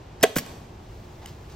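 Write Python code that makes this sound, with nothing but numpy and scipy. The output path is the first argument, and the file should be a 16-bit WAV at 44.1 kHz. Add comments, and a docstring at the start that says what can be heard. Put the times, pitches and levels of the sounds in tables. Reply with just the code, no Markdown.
"""An air stapler drives one staple through upholstery into a wooden frame, close by, in a quiet workshop.
Over a low rumble a hand brushes the fabric; air rushes in, the piston slams home and the frame knocks.
The gain control ducks the rumble; on release the air vents and piston and trigger snap back.
Later the hand smooths the fabric, makes one small tick and pats the cushion."""
import sys
import numpy as np
from scipy import signal
from scipy.fft import rfft, irfft, next_fast_len
from scipy.io import wavfile
from scipy.ndimage import uniform_filter1d, minimum_filter1d

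SR = 44100
rng = np.random.default_rng(int(sys.argv[2]) if len(sys.argv) > 2 else 0)


def put_to_file(sound):
    """Save the sound as 16-bit audio at rate SR, in the file named by the first command-line argument."""
    columns = np.atleast_2d(sound).T  # one column per channel
    safe = np.clip(columns, -1, 1)
    whole_steps = np.round(safe * 32767)
    wavfile.write(sys.argv[1], SR, whole_steps.astype(np.int16))


N = 68355
TIME_S = np.arange(N) / SR
FFT_SIZE = 2 * next_fast_len(N, real=True)
BIN_HZ = np.maximum(np.arange(FFT_SIZE // 2 + 1) * SR / FFT_SIZE, 1)


def from_db(db):
    """Decibels to gain."""
    return 10 ** (np.asarray(db) / 20)


def curve(table, column=1):
    """A table column interpolated onto BIN_HZ in log frequency."""
    rows = np.array(table)
    return np.interp(np.log(BIN_HZ), np.log(rows[:, 0]), rows[:, column])


def filtered(x, response):
    """Apply a frequency response given on BIN_HZ."""
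    return irfft(rfft(x, FFT_SIZE) * response, FFT_SIZE)[..., :N]


def noise(spectrum, tilt_db_per_oct=0):
    """Coloured noise of rms 1."""
    gain = from_db(curve(spectrum) + tilt_db_per_oct * np.log2(BIN_HZ))
    return filtered(rng.standard_normal(N), gain / np.sqrt(np.mean(gain ** 2)))


def envelope(start_s, rise_s, hold_s, t60_s):
    """Linear rise, hold, exponential decay."""
    age_s = TIME_S - start_s
    rise = np.clip(age_s / max(rise_s, 1 / SR), 0, 1)
    return rise * from_db(-60 * np.maximum(age_s - rise_s - hold_s, 0) / t60_s)


def burst(spectrum, start_s, rise_s, hold_s, t60_s, level_db, tilt_db_per_oct):
    """Enveloped noise."""
    return from_db(level_db) * envelope(start_s, rise_s, hold_s, t60_s) * noise(spectrum, tilt_db_per_oct)


def ring(start_s, pitch_hz, level_db, rise_s, t60_s):
    """One decaying mode."""
    tone = np.sin(2 * np.pi * pitch_hz * (TIME_S - start_s))
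    return from_db(level_db) * envelope(start_s, rise_s, 0, t60_s) * tone


def struck(modes, start_s, level_db):
    """All modes of a metal part excited at once, in alternating polarity."""
    return sum((-1) ** k * ring(start_s, pitch_hz, level_db + relative_db, 0, t60_s)
               for k, (pitch_hz, relative_db, t60_s) in enumerate(modes))


# Diffuse field width: freq_hz, side_minus_mid_db
WIDTH = [(60, -47), (150, -26), (380, -9.5), (950, 0), (2400, -6.5), (6000, -3), (8500, 5), (10300, 38),
         (12500, -8), (15000, 8)]


def diffuse(mid, side):
    """Two unrelated signals form a stereo field, near mono in the bass."""
    width = from_db(curve(WIDTH))
    norm = np.hypot(1, width)
    return filtered(mid, 1 / norm) + filtered(side, width / norm) * [[1], [-1]]


# Workshop noise: freq_hz, relative_db
RUMBLE_SPECTRUM = [(20, -10), (45, -2.5), (80, 3.5), (115, -0.5), (180, -5.5), (280, -10.5), (365, -8),
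                   (500, -13), (850, -13), (1500, -23.5), (3000, -27.5), (5500, -33), (8500, -38),
                   (15000, -48.5)]
# Motor tones: pitch_hz, rms_db
MOTOR_TONES = [(48, -57.5), (109, -55.5), (355, -58)]


def background(rumble_db=-43.5):
    """Low rumble, faint hiss and the hum of a distant motor."""
    hum = sum(np.sqrt(2) * from_db(rms_db) * np.sin(2 * np.pi * (pitch_hz * TIME_S + rng.random()))
              for pitch_hz, rms_db in MOTOR_TONES)
    return from_db(rumble_db) * diffuse(noise(RUMBLE_SPECTRUM), noise(RUMBLE_SPECTRUM)) + hum


# Cloth friction: freq_hz, relative_db
CLOTH_SPECTRUM = [(200, -9), (900, 12.5), (1800, 3.5), (3000, 3.5), (6000, 1), (9000, -5.5), (15000, -15)]
# Hand strokes: start_s, rise_s, hold_s, t60_s, level_db, tilt_db_per_oct
STROKES = [(0.193, 0.012, 0.012, 0.052, -52, -2), (0.692, 0.23, 0.59, 0.55, -64, 6),
           (1.211, 0.011, 0.039, .08, -52, -2.5), (1.266, 0.0066, 0.0069, 0.26, -49.5, 2.5),
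           (1.491, 0.0086, 0.033, 0.19, -54.5, 1.5)]


def hand_strokes(roughness_db=2):
    """A hand rubs the fabric: soft noise with a grainy level."""
    grain = uniform_filter1d(rng.standard_normal(N), size=60)
    rubbing = sum(burst(CLOTH_SPECTRUM, *stroke) for stroke in STROKES)
    return rubbing * from_db(roughness_db * grain / grain.std())


# Hard contact: freq_hz, relative_db
CRACK_SPECTRUM = [(300, -6.5), (1150, -8.5), (1850, 7.5), (2800, 3), (4000, -5), (6500, 2.5), (9000, 3.5),
                  (12000, -7), (16000, -24)]
# Gun body modes: pitch_hz, relative_db, t60_s
GUN_MODES = [(1090, -2, 0.073), (1250, -4, 0.04), (1585, 5, 0.057), (1676, 3, 0.053), (1870, -2.5, 0.026),
             (1952, 1.5, 0.035), (2200, -3, 0.04), (2546, 1, 0.033), (2650, -2, .038), (3194, -1, 0.025),
             (3363, -10, 0.03), (4290, -6, .031), (4535, -8.5, 0.051), (6250, -15, 0.0287)]
# Contacts inside the gun: start_s, ring_db, crack_db, tilt_db_per_oct
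METAL_HITS = [(0.2103, -52, -41.5, -3), (0.2350, -11.5, -7.5, -1), (.2390, -36, -2, -1),
              (0.3639, -30, -15.5, -3.5), (0.3713, -29, -21, -2), (0.3840, -35, -14.5, -0.5),
              (0.3893, -40, -23, 0.5), (.4625, -51, -38, .5)]


def metal_hits(hold_s=0.0015, t60_s=0.011):
    """Each contact of driver or piston cracks and rings the gun body."""
    hits = np.zeros(N)
    for start_s, ring_db, crack_db, tilt_db_per_oct in METAL_HITS:
        hits += burst(CRACK_SPECTRUM, start_s, 0, hold_s, t60_s, crack_db, tilt_db_per_oct)
        hits += struck(GUN_MODES, start_s, ring_db)
    return hits


# Air jet: freq_hz, relative_db
JET_SPECTRUM = [(80, 1.5), (200, 13), (650, 6), (1050, -12), (2000, 3.5), (3500, -1), (6000, 1), (8000, 3),
                (10500, 1), (12300, 2), (15500, -3.5)]
# Air through the valve: start_s, rise_s, hold_s, t60_s, level_db, tilt_db_per_oct
AIR_JETS = [(0.2277, 0.003, 0.0028, 0.023, -3.5, 0.9), (0.356, .002, 0.0029, .03, -18.5, 1),
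            (0.364, 0.0014, 0.0077, 0.093, -16, 2), (0.387, 0.0037, 0.0033, 0.031, -27, -2)]


def air_valve():
    """The valve whistles as it opens; compressed air spits in at the shot and vents on release."""
    whistle = ring(start_s=0.217, pitch_hz=5150, level_db=-30, rise_s=0.011, t60_s=0.015)
    return whistle + sum(burst(JET_SPECTRUM, *jet) for jet in AIR_JETS)


# Wooden frame modes: pitch_hz, level_db, rise_s, t60_s
FRAME_MODES = [(275, -7, 0.0046, 0.046), (474, -14, 0.0115, 0.052), (738.6, -10, 0.01, 0.048)]


def frame_knock(start_s=0.2312):
    """The staple enters the frame, whose modes build up and die."""
    return sum(ring(start_s, *mode) for mode in FRAME_MODES)


# Padding noise: freq_hz, relative_db
PUFF_SPECTRUM = [(50, -22), (105, 4), (200, -2), (450, -3), (740, -5.5), (950, -14), (1600, -25.5),
                 (5000, -44)]
# Padding puffs: start_s, rise_s, t60_s, level_db, tilt_db_per_oct
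PUFFS = [(0.2322, 0.0054, 0.057, -11.5, 3), (0.362, .003, 0.07, -15.5, -1.5),
         (.386, .003, 0.043, -24, -2.5)]


def padding_puffs():
    """The padding puffs dully under the jolting gun."""
    return sum(burst(PUFF_SPECTRUM, start_s, rise_s, 0, t60_s, level_db, tilt_db_per_oct)
               for start_s, rise_s, t60_s, level_db, tilt_db_per_oct in PUFFS)


# Staple bites, seats; piston returns; gun drops back, settles:
# start_s, start_hz, end_hz, glide_s, rise_s, t60_s, level_db
JOLTS = [(.2332, 618, 669, 0.0036, 0.0041, 0.04, 1.5), (.2392, 491, 411, .004, .0025, 0.036, 4),
         (.3620, 642, 482, 0.0026, .002, .038, -12.5), (.3652, 840, 125.4, 0.0014, .0014, 0.025, -3),
         (0.3741, 300, 95, 0.0011, 0.0016, 0.036, -15.5)]


def gun_jolts():
    """The gun thuds against the padded frame, the pitch gliding as it sinks in."""
    thuds = np.zeros(N)
    for start_s, start_hz, end_hz, glide_s, rise_s, t60_s, level_db in JOLTS:
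        age_s = np.maximum(TIME_S - start_s, 0)
        pitch_hz = end_hz + (start_hz - end_hz) * np.exp(-age_s / glide_s)
        phase_rad = 2 * np.pi * np.cumsum(pitch_hz * (age_s > 0)) / SR
        thuds += from_db(level_db) * envelope(start_s, rise_s, 0, t60_s) * np.sin(phase_rad)
    return thuds


# End-stop impacts: start_s, pitch_hz, level_db, t60_s
SLAPS = [(0.235, 1870, 0.5, 0.013), (.2391, 2000, 2, .011), (0.3631, 1490, -6.5, 0.0098)]


def piston_slaps(rise_s=0.0003):
    """Driver and piston slap against their stops."""
    return sum(ring(start_s, pitch_hz, level_db, rise_s, t60_s)
               for start_s, pitch_hz, level_db, t60_s in SLAPS)


# Trigger modes: pitch_hz, relative_db, t60_s
TRIGGER_MODES = [(1873, 5, 0.03), (3170, -2.5, 0.037), (4525, 1, 0.038), (5460, 0, 0.06),
                 (6830, -3.5, 0.048), (6840, -7, 0.027), (8680, 0, 0.036), (12900, 3.5, 0.019),
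                 (13900, 1, 0.022)]
# Trigger contacts: start_s, level_db
TRIGGER_CLICKS = [(.3843, -20.5), (.3888, -32.5)]


def trigger():
    """The trigger springs back and bounces once, ringing each time."""
    return sum(struck(TRIGGER_MODES, *click) for click in TRIGGER_CLICKS)


# Tick modes: pitch_hz, level_db, t60_s
TICK_MODES = [(1940, -44, 0.014), (3020, -31.5, 0.01), (4900, -57, 0.0092), (6240, -45, 0.0071)]


def tick(start_s=1.259, rise_s=0.00077):
    """One crisp tick under the hand: a snap and a short ring."""
    snap = burst(CRACK_SPECTRUM, start_s, rise_s, hold_s=0, t60_s=0.012,
                 level_db=-33.5, tilt_db_per_oct=3.5)
    return snap + sum(ring(start_s, pitch_hz, level_db, rise_s, t60_s)
                      for pitch_hz, level_db, t60_s in TICK_MODES)


# Palm on cushion: start_s, pitch_hz, level_db, rise_s, t60_s
PATS = [(1.308, 135, -36, 0.011, 0.058)]


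def palm_pat():
    """The palm pats the cushion: one low, damped mode."""
    return sum(ring(*pat) for pat in PATS)


# Direct sound at the ports: freq_hz, left_lead_rad, left_minus_right_db
MIC_PORTS = [(59, -0.5, 0), (400, 0.2, -1.5), (740, 0.37, -5), (1295, -0.03, -0.5), (2530, 0.84, -.5),
             (4770, 0.66, -3.5), (8130, 1.94, 1.5), (8630, 3.5, 6), (11180, 3, -3), (12200, 5.5, 2),
             (16100, 4.5, -3)]


def mic_ports(x):
    """Two microphone ports hear near sound with different phase and level."""
    lead_rad, balance_db = curve(MIC_PORTS, column=1), curve(MIC_PORTS, column=2)
    left = from_db(balance_db / 2)
    right = from_db(-balance_db / 2) * np.exp(-1j * lead_rad)
    return filtered(x, np.array([left, right]))


# Reverb colour: freq_hz, relative_db
ROOM_SPECTRUM = [(90, -20), (220, -9.5), (410, -14.5), (620, -14), (840, -3), (1600, -15), (2200, -11.5),
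                 (4000, -7), (8000, -17), (14000, -19.5)]
# Reverb decay: freq_hz, t60_s
ROOM_DECAY = [(100, 0.94), (600, 0.66), (3000, 0.53), (8000, 0.73), (15000, 0.65)]


def room_reverb(x, rise_s=0.0084, early_db=-4.5, early_t60_s=0.092):
    """Dense early reflections and a tail that lasts longest in the bass."""
    white = rng.standard_normal((2, N))
    centres_hz, t60s_s = np.array(ROOM_DECAY).T
    early = envelope(rise_s / 2, rise_s, 0, early_t60_s)
    early *= from_db(early_db) / np.linalg.norm(early)
    impulse = np.zeros((2, N))
    for t60_s, band_weights in zip(t60s_s, np.eye(len(t60s_s))):
        band = filtered(white, np.interp(np.log(BIN_HZ), np.log(centres_hz), band_weights))
        late = envelope(rise_s / 2, rise_s, 0, t60_s)
        impulse += band * (early + late / np.linalg.norm(late))
    colour = from_db(curve(ROOM_SPECTRUM)) / 2
    return filtered(x, rfft(diffuse(*impulse), FFT_SIZE) * colour)


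def gain_control(x, limit_db=-9, sense_s=0.012, look_ahead_s=0.0048, hold_s=0.14, recover_db_per_s=73):
    """The gain drops just ahead of a loud sound, holds, then creeps back."""
    power = uniform_filter1d(np.mean(x ** 2, axis=0), size=int(sense_s * SR))
    cut_db = np.minimum(limit_db - 10 * np.log10(np.abs(power) + 1e-12), 0)
    hold_samples = int(hold_s * SR)
    held_db = minimum_filter1d(cut_db, size=hold_samples, origin=(hold_samples - 1) // 2)
    recovery_db = recover_db_per_s * TIME_S
    gain_db = np.minimum.accumulate(held_db - recovery_db) + recovery_db
    return x * from_db(np.interp(TIME_S + look_ahead_s, TIME_S, gain_db))


def scene():
    """Stapler and hand close by, the workshop around them."""
    stapler = air_valve() + metal_hits() + piston_slaps() + trigger()
    knocks = frame_knock() + padding_puffs() + gun_jolts()
    hand = hand_strokes() + tick() + palm_pat()
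    near = stapler + knocks + hand
    return mic_ports(near) + room_reverb(near) + background()


def record(dry):
    """Gain control, soft clipping, steep low-pass."""
    ceiling, stopband_hz = 0.96, 16850
    levelled = gain_control(dry)
    rounded = levelled / (1 + (levelled / ceiling) ** 4) ** 0.25
    lowpass = signal.cheby2(18, 80, stopband_hz, fs=SR, output="sos")
    return signal.sosfilt(lowpass, rounded)


dry = scene()
out = record(dry)
put_to_file(out)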